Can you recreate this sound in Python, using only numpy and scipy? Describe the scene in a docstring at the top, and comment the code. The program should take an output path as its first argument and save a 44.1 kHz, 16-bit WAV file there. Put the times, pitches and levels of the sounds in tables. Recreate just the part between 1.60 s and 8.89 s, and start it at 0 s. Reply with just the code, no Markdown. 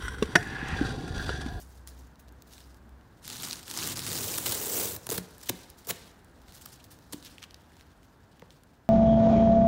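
"""Masking tape peeled off a leather cushion in a quiet, furnished room, over a soft rumble.
0-1.6 s: fingertips pick at the tape; a low hum comes and goes.
1.6-3.4 s: the glue lets go in thousands of tiny slips, brighter as the pull speeds up; the cushion
thuds, its skin drums, the taut tape drones. The last lengths tear free in short rips and twangs.
Then the loose tape rustles and crackles in the hands until 7.3 s."""
import sys
import numpy as np
from scipy import signal
from scipy.fft import rfft, irfft
from scipy.io import wavfile
from scipy.ndimage import uniform_filter1d

SR = 44100
rng = np.random.default_rng(int(sys.argv[2]) if len(sys.argv) > 2 else 0)


def transcribe(signal):
    """Save signal, clipped to [-1, 1], as a 16-bit WAV file at the path in sys.argv[1]."""
    frames = np.atleast_2d(signal).T
    limited = np.clip(frames, -1, 1)
    pcm = np.round(limited * 32767).astype(np.int16)
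    wavfile.write(sys.argv[1], SR, pcm)


N = 321489

# the pull, in three tugs: t/s, level/dB
PULL = [(1.6, -81), (1.642, -49), (1.714, -41.5), (1.775, -45.5), (1.844, -38), (1.89, -41.5), (1.956, -44),
        (2.05, -55.5), (2.08, -44.5), (2.148, -40), (2.218, -34), (2.298, -36.5), (2.34, -39),
        (2.351, -62.5), (2.358, -38), (2.418, -40.5), (2.5, -36), (2.6, -37), (2.84, -40.5), (2.87, -35.5),
        (3.052, -40), (3.228, -35.5), (3.276, -40), (3.35, -46.5), (3.385, -58.5)]
# short rips: t/s, rise/s, fall/s, level/dB, change/(dB per octave away from the tape's body pitch, either
# side), drumming/dB re level
SHORT_RIPS = [(2.735, .005, 0.0037, -30, -4.5, -23.5), (2.774, 0.0092, 0.0023, -34, 2.5, -31),
              (2.857, 0.0027, 0.011, -30.5, -1, -23), (2.92, 0.0016, 0.0037, -28, -1.7, -18),
              (3.349, 0.0018, 0.00073, -46, 6, 3), (3.361, 0.0027, 0.0018, -46, 5, -1),
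              (3.466, 0.0023, 0.0018, -34.5, 1.5, -2.5), (3.49, .001, 0.00058, -25, -1.5, 3),
              (3.493, 0.0063, 0.0052, -39, 1.7, -19.5), (3.512, 0.0012, 0.0039, -43.5, 4, 10.5),
              (3.516, 0.0052, 0.01, -33, 2.5, -3), (3.539, 0.0034, 0.023, -38.5, 1.9, -3.5),
              (3.563, 0.0028, 0.0019, -42, -4, -2), (3.575, 0.0043, 0.0036, -27, .5, -5.5),
              (3.885, 0.0111, 0.0027, -21.5, -1.7, -7.5), (4.269, 0.00096, 0.015, -49, 4, 7),
              (4.279, 0.015, 0.0096, -37, 2.5, -13), (4.295, 0.014, 0.0019, -23.5, -5, -9.5),
              (5.051, 0.0096, 0.0019, -46.5, 1.7, -23), (5.523, 0.0025, 0.0076, -36.5, -2, -7.5),
              (5.529, 0.0033, 0.0014, -33.5, -1, -11)]
CRACK_TAIL_S = 0.0011


def from_db(db):
    return 10 ** (np.asarray(db) / 20)


def unit_rms(x):
    return x / np.sqrt(np.mean(x ** 2) + 1e-20)


def in_time(rows):
    """A gate, open while the curve lasts, then its columns per sample."""
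    times, *columns = np.transpose(rows)
    t = np.arange(N) / SR
    gate = uniform_filter1d(((t >= times[0]) & (t <= times[-1])) * 1., size=200, mode="nearest")
    return [gate] + [np.interp(t, times, column) for column in columns]


def at_hz(rows, hz, column=1):
    """Read a spectrum on a log axis."""
    rows = np.array(rows)
    return np.interp(np.log(hz), np.log(rows[:, 0]), rows[:, column])


def octaves_off(hz, centre_hz):
    return np.abs(np.log2(hz / centre_hz))


def bump(hz, centre_hz, reach_oct):
    """Triangle: 1 at the centre, 0 from reach_oct away."""
    return np.clip(1 - octaves_off(hz, centre_hz) / reach_oct, 0, 1)


def drift(rate_hz):
    """Noise through a double one-pole low-pass, rms 1."""
    r = np.exp(-2 * np.pi * rate_hz / SR)
    return unit_rms(signal.lfilter([1], [1, -2 * r, r * r], rng.standard_normal(N + SR))[SR:])


def resonance(x, hz, width_hz):
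    """Two-pole band-pass, peak gain 1."""
    r = np.exp(-np.pi * width_hz / SR)
    feedback = [1, -2 * r * np.cos(2 * np.pi * hz / SR), r * r]
    return signal.lfilter(np.array([1, 0, -1]) * (1 - r * r) / 2, feedback, x)


def band(x, low_hz, high_hz):
    sos = signal.butter(2, [low_hz, min(high_hz, .47 * SR)], "band", fs=SR, output="sos")
    return signal.sosfilt(sos, x)


def bursts(starts_s, rises_s, falls_s, levels_db):
    """Summed envelopes: tension builds, lets go, and the level dies away."""
    out = np.zeros(N)
    for start_s, rise_s, fall_s, db in zip(starts_s, rises_s, falls_s, levels_db):
        rise = np.linspace(0, 1, int(rise_s * SR)) ** 1.5
        fall = np.exp(-np.arange(int(5 * fall_s * SR)) / (fall_s * SR))
        shape, i = np.r_[rise, fall], round(start_s * SR)
        out[i:i + len(shape)] += from_db(db) * shape
    return out


def by_speed(slow, fast, power=1):
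    """A value that moves from slow to fast with the pulling speed."""
    # t/s, speed/(0 slow to 1 fast)
    speed = [(1.6, 0.049), (1.95, 0.077), (2.15, 0.12), (2.3, 0.26), (2.45, 0.11), (2.55, 0.54),
             (2.75, 0.67), (2.95, 0.59), (3.1, 0.87), (3.2, 0.85), (3.3, 0.76), (3.39, 0.7)]
    return slow + (fast - slow) * in_time(speed)[1] ** power


def room_tone():
    """Soft rumble: shaped noise, a little quieter at the end."""
    # f/Hz, density/dB
    spectrum = [(15, -11), (25, -5), (64, 3.5), (217, -5), (263, -3), (384, -10.5), (591, -12.5),
                (911, -12.5), (1230, -16.5), (1610, -15.5), (2280, -27), (12200, -43.5), (14800, -36),
                (16000, -45)]
    # t/s, level/dB
    levels = [(0, -57.5), (5.6, -57), (7.29, -60.5)]
    hz = np.maximum(np.arange(N // 2 + 1) * SR / N, 1)
    rumble = unit_rms(irfft(rfft(rng.standard_normal(N)) * from_db(at_hz(spectrum, hz)), N))
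    return from_db(in_time(levels)[1] + 2) * rumble


def hum(hz=63.5):
    """Low hum that comes and goes: a sine roughened by narrow noise."""
    # t/s, level/dB
    levels = [(0.0, -47.5), (0.17, -50), (0.44, -46.5), (0.596, -71), (0.67, -51), (0.82, -58),
              (1.1, -52.5), (1.238, -57), (1.314, -44), (1.4, -56), (1.52, -78)]
    gate, db = in_time(levels)
    rough = unit_rms(resonance(rng.standard_normal(N), hz, width_hz=14))
    return gate * from_db(db) * (1.2 * np.sin(2 * np.pi * hz * np.arange(N) / SR) + 0.21 * rough)


def reverb(x, onset_s=0.0083):
    """Diffuse room tail: noise dying away in half-octave bands."""
    # f/Hz, level/dB, t60/s
    decay = [(150, -17, 0.32), (510, -19.5, 0.89), (1460, -21, 1), (3780, -25, 0.72), (7660, -26.5, 0.55),
             (15000, -26, 0.14)]
    t, tail = np.arange(int(.8 * SR)) / SR, 0
    for low_hz in 100 * 2 ** np.arange(0, 7.4, .5):
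        hz = 1.19 * low_hz
        db, t60_s = at_hz(decay, hz), at_hz(decay, hz, column=2)
        noise = band(rng.standard_normal(len(t)), low_hz, low_hz * np.sqrt(2))
        tail += noise * from_db(db - 24 - 60 * t / t60_s)
    return signal.fftconvolve(x, tail * np.clip(t / onset_s, 0, 1) ** 2)[:N]


def twangs():
    """Taut tape twangs free or a hand bumps the cushion: dying sines, wavering in level."""
    # t/s, level/dB, f/Hz, t60/s
    rings = [(3.582, -32, 182, 0.21), (3.9, -41, 185.4, 0.33), (4.303, -24, 510, 0.026),
             (4.309, -34.5, 155, 0.13), (5.533, -35.5, 293.7, 0.14), (0.716, -42.5, 260, 0.055),
             (1.259, -47, 228, 0.09), (3.515, -29, 440, 0.061), (6.823, -41.5, 484, 0.032),
             (6.823, -46, 900, 0.022), (6.823, -47, 180, 0.061)]
    out, waver = np.zeros(N), from_db(3.8 * drift(60))
    for start_s, db, hz, t60_s in rings:
        t = np.arange(N - round(start_s * SR)) / SR
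        envelope = from_db(db - 60 * t / t60_s) * (1 - np.exp(-t / 0.001))
        out[-len(t):] += envelope * np.sin(2 * np.pi * hz * t)
    return out * waver


def snaps():
    """Single snaps of glue or paper: a click and a short noisy tail, broadly pitched."""
    # t/s, peak/dB, f/Hz, broad crack/dB re pitched part
    events = [(0.2743, -27.5, 8700, 31), (0.557, -48, 3810, -2), (0.6776, -52, 3920, -8),
              (0.6907, -47, 3500, -2), (0.7238, -48, 12000, -6), (0.822, -34, 3600, 20),
              (0.935, -38, 4340, -2), (0.9806, -35.5, 4000, 4), (1.0052, -37.5, 3700, -3),
              (1.1448, -45, 4790, -1), (1.293, -49, 3710, 8), (1.4115, -51, 2470, -20),
              (1.6787, -20.5, 6600, 18), (1.709, -30, 3970, -10), (1.824, -22, 12000, -13),
              (1.8385, -24, 4760, -2), (1.9102, -19, 3880, -4), (1.9303, -20, 4460, -17),
              (2.08, -25, 4280, 10), (2.1014, -24, 4430, -9), (2.1123, -17.5, 3320, 8),
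              (2.2284, -20, 3080, -1), (2.393, -18, 4530, -1), (3.5028, -14, 7000, -13),
              (3.5126, -17.5, 7000, -5), (3.7816, -34, 14900, -2), (4.101, -32.5, 11300, -24),
              (4.646, -44.5, 9990, -8), (4.818, -46, 3080, 4), (4.8835, -41, 3250, -11),
              (4.9228, -35, 4530, 10), (5.2418, -35, 4540, 9), (5.3887, -42, 4210, 4),
              (5.6263, -38, 3900, -13), (5.6497, -31, 4300, 16), (5.7823, -33.5, 2730, -27),
              (5.8286, -29, 2370, -28), (5.9086, -37.5, 3260, -10), (5.944, -33.5, 3150, -17),
              (6.12, -49, 1500, -8), (6.168, -43, 3460, -17), (6.1964, -46, 2660, -28),
              (6.21, -39, 2800, -25), (6.4313, -47.5, 3000, -2), (6.796, -42, 2420, -3),
              (6.8207, -41, 1450, -32), (6.9058, -38.5, 3220, -28), (7.0354, -44.5, 8930, 3)]
    out, length = np.zeros(N), int(.01 * SR)
    for start_s, db, hz, crack_db in events:
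        noise = rng.standard_normal(length)
        burst = 0.36 * noise * np.exp(-np.arange(length) / (CRACK_TAIL_S * SR))
        burst[0] = np.sign(noise[0])
        pitched = unit_rms(resonance(burst, hz, .55 * hz))
        click = pitched + from_db(crack_db) * unit_rms(band(burst, 830, 6.7 * hz))
        i = round(start_s * SR)
        out[i:i + length] += from_db(db) * click / np.abs(click).max()
    return out


def drone(hz=445, width_hz=110):
    """At a fast pull the taut tape drones: narrow noise."""
    pulling, pull_db = in_time(PULL)
    narrow = resonance(resonance(rng.standard_normal(N), hz, width_hz), hz, width_hz)
    return pulling * from_db(pull_db + by_speed(-39, -4.5)) * unit_rms(narrow)


def cushion(thud_hz=110, thud_width_hz=70):
    """The tugged cushion thuds; its skin drums at a pitch that rises as the tape pulls it tighter."""
    # t/s, level/dB re pull
    thud = [(1.6, -7), (1.95, -12), (2.15, -10.5), (2.34, 0), (2.5, -1.5), (2.65, -1.5), (2.78, -9),
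            (2.88, 1), (2.97, -37), (3.22, -24), (3.33, 9), (3.385, 7)]
    pulling, pull_db = in_time(PULL)
    *timing, rip_db, _, drum_db = np.transpose(SHORT_RIPS)
    white = rng.standard_normal((3, N))
    tugs = pulling * from_db(pull_db + in_time(thud)[1]) + bursts(*timing, rip_db + drum_db + 0.5)
    knocks = resonance(tugs * white[2], thud_hz, thud_width_hz)
    out = from_db(19) * resonance(knocks, thud_hz, thud_width_hz)
    skin_db, skin_hz = by_speed(-15, -6, power=1.37), by_speed(257, 470, power=1.37)  # tightens late
    edges_hz = 70 * 2 ** np.arange(0, 3.7, 1 / 3)
    for k, (low, high) in enumerate(zip(edges_hz, edges_hz[1:])):
        hz = np.sqrt(low * high)
        level = pulling * from_db(pull_db + skin_db - np.minimum(8.8 * octaves_off(hz, skin_hz), 11))
        level += bursts(*timing, rip_db + drum_db - 7.5 - 5 * octaves_off(hz, 400))
        out += band(level * white[k % 2], low, high) * np.sqrt(SR / 2 / (high - low))
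    return out


def rubbing_level(hz):
    """Fingertips rub loose tape: a broad spectral hill with a slight paper ring on top."""
    # t/s, level/dB, brightest f/Hz
    handling = [(0.0, -48.5, 6600), (0.07, -63.5, 6450), (0.25, -73, 5060), (0.39, -65, 4660),
                (0.55, -76, 4470), (0.84, -74, 4750), (1.02, -58, 4350), (1.13, -83, 4430),
                (1.6, -70.5, 4260), (3.385, -55, 7000), (3.7, -59.5, 5270), (4.0, -53, 4350),
                (4.2, -68.5, 4280), (4.34, -48.5, 4400), (4.66, -71, 3800), (4.9, -63, 3900),
                (5.1, -57, 4630), (5.21, -69.5, 3970), (5.44, -65, 4340), (5.6, -54.5, 4450),
                (5.87, -66.5, 3150), (6.2, -66, 3170), (6.6, -75.5, 3600), (6.8, -68, 3200),
                (7.29, -76, 3620)]
    _, db, peak_hz = in_time(handling)
    return from_db(db - 5.5 * octaves_off(hz, peak_hz) + 0.5 * bump(hz, peak_hz, 0.21))


def rustle_level(hz, rise_share=0.53):
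    """The paper creases in soft rustles; duller ones are narrower."""
    # t/s, length/s, level/dB, brightest f/Hz
    creases = [(.172, .012, -66, 5000), (0.266, 0.04, -52.5, 4900), (0.38, 0.026, -60.5, 6460),
               (0.463, .014, -67, 6860), (0.588, 0.02, -56.5, 9000), (0.679, 0.0088, -58, 5000),
               (0.861, 0.03, -63.5, 11000), (0.897, 0.067, -54.5, 4180), (1.026, 0.15, -68, 4500),
               (1.157, 0.022, -69, 8000), (3.811, 0.0064, -52, 8130), (3.825, 0.013, -46.5, 7000),
               (3.856, 0.0087, -46, 7970), (3.864, 0.015, -43, 4020), (4.17, 0.029, -54.5, 8000),
               (4.24, 0.015, -61, 13100), (4.925, 0.047, -52.5, 11000), (5.008, 0.015, -48, 4870),
               (5.114, 0.023, -49, 5070), (5.188, 0.026, -51.5, 2800), (5.237, 0.018, -57, 9100),
               (5.3, 0.027, -49.5, 5050), (5.642, 0.037, -43.5, 3160), (5.794, 0.02, -59, 3000),
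               (5.816, 0.0092, -42, 2700), (5.832, .011, -34.5, 2570), (6.16, 0.068, -64, 3380),
               (6.42, 0.035, -67, 5000), (6.897, 0.051, -62, 3300)]
    start_s, length_s, db, peak_hz = np.transpose(creases)
    slope_db_per_oct = 3 * (5000 / peak_hz) ** 1.74
    band_db = db - slope_db_per_oct * octaves_off(hz, peak_hz)
    return bursts(start_s, rise_share * length_s, (1 - rise_share) * length_s, band_db)


def rip_level(hz, body_hz=5000 * 2 ** -0.65):
    """Short lengths tear free, each peaked or hollowed around the tape's body pitch: the level changes by the
    same dB per octave on either side."""
    *timing, db, tilt_db_per_oct, _ = np.transpose(SHORT_RIPS)
    return bursts(*timing, db + tilt_db_per_oct * octaves_off(hz, body_hz))


def peel_level(hz, ref_hz=5000):
    """The tugs of the peel; a faster pull is brighter."""
    pulling, pull_db = in_time(PULL)
    octaves = np.log2(hz / ref_hz)
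    mids_db = by_speed(-3, -1) * np.clip((-octaves - 0.7) / 0.5, 0, 1)
    body_db = by_speed(-1.5, -0.5) * bump(hz, 0.48 * ref_hz, 0.69)
    sheen_db = by_speed(-3, 6.5) * bump(hz, 1.6 * ref_hz, 0.69)
    dip_db = by_speed(-1, -2) * bump(hz, 2.1 * ref_hz, 0.36)
    treble_db = by_speed(-10.5, 8, power=0.91) * np.clip((octaves - 0.8) / 0.74, 0, 1)
    return pulling * from_db(pull_db + mids_db + body_db + sheen_db + dip_db + treble_db)


def cracks(per_s=680):
    """Larger patches of glue break: sharp clicks with short noisy tails."""
    clicks = from_db(1.1 * np.minimum(rng.exponential(1, N), 3.2)) * (rng.random(N) < per_s / SR)
    tails = signal.lfilter([1], [1, -np.exp(-1 / (CRACK_TAIL_S * SR))], clicks)
    return unit_rms(clicks * rng.choice([-1, 1], N) + 0.38 * tails * rng.standard_normal(N))


def slips(spread_db, per_s=3500):
    """The glue line slips: random clicks, mostly small, a few large."""
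    sizes = from_db(spread_db * np.minimum(rng.exponential(1, N), 4.2)) * rng.choice([-1, 1], N)
    return unit_rms(sizes * (rng.random(N) < per_s / SR))


def tape():
    """Slips and cracks, coloured by the tape, shaped per band into peel, rubbing, rips and rustles."""
    # f/Hz, density/dB
    spectrum = [(590, -7), (1000, -4), (1990, -5), (3010, -7), (3330, -2.5), (4190, -4.5), (8840, -4.5),
                (10100, -4.5), (12200, -5.5), (15500, -3.5)]
    hands_only = 1 - in_time(PULL)[0]
    uneven_db = by_speed(3.5, 0.5)  # slips clump more at a slow pull
    clumps = from_db(uneven_db * (1.21 * drift(680) + 0.28 * drift(68)))
    clumps /= from_db(0.1 * uneven_db ** 2)  # holds the mean level
    fidget = from_db(0.5 * drift(45) + 0.99 * drift(250))
    rub_waver = from_db(2.5 * drift(23))
    common = slips(spread_db=8.5) + from_db(0.62 * uneven_db - 3.5) * cracks()
    alternating = [slips(spread_db=4.5), slips(spread_db=1)]
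    out, edges_hz = np.zeros(N), 700 * 2 ** np.arange(0, 4.7, 1 / 3)
    for k, (low, high) in enumerate(zip(edges_hz, edges_hz[1:])):
        hz = np.sqrt(low * high)
        level = clumps * peel_level(hz) + rip_level(hz)
        level += fidget * (hands_only * rub_waver * rubbing_level(hz) + rustle_level(hz))
        colour = from_db(at_hz(spectrum, hz) + 10 + 1.83 * drift(45))
        clicks = 0.26 * common + 0.78 * alternating[k % 2]
        out += colour * band(level * clicks, low, high)
    return out


def scene():
    """Tape and cushion in the room, mono."""
    near = tape() + cushion() + drone() + snaps() + twangs()
    return (near + reverb(near) + room_tone() + hum())[None]


def record(dry):
    """The microphone drops the deepest bass; the top is cut steeply."""
    low_hz, high_hz = 40, 15750
    thin = signal.sosfilt(signal.butter(4, low_hz, "high", fs=SR, output="sos"), dry)
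    return signal.sosfilt(signal.ellip(12, .5, 70, high_hz, fs=SR, output="sos"), thin)


dry = scene()
out = record(dry)
transcribe(out)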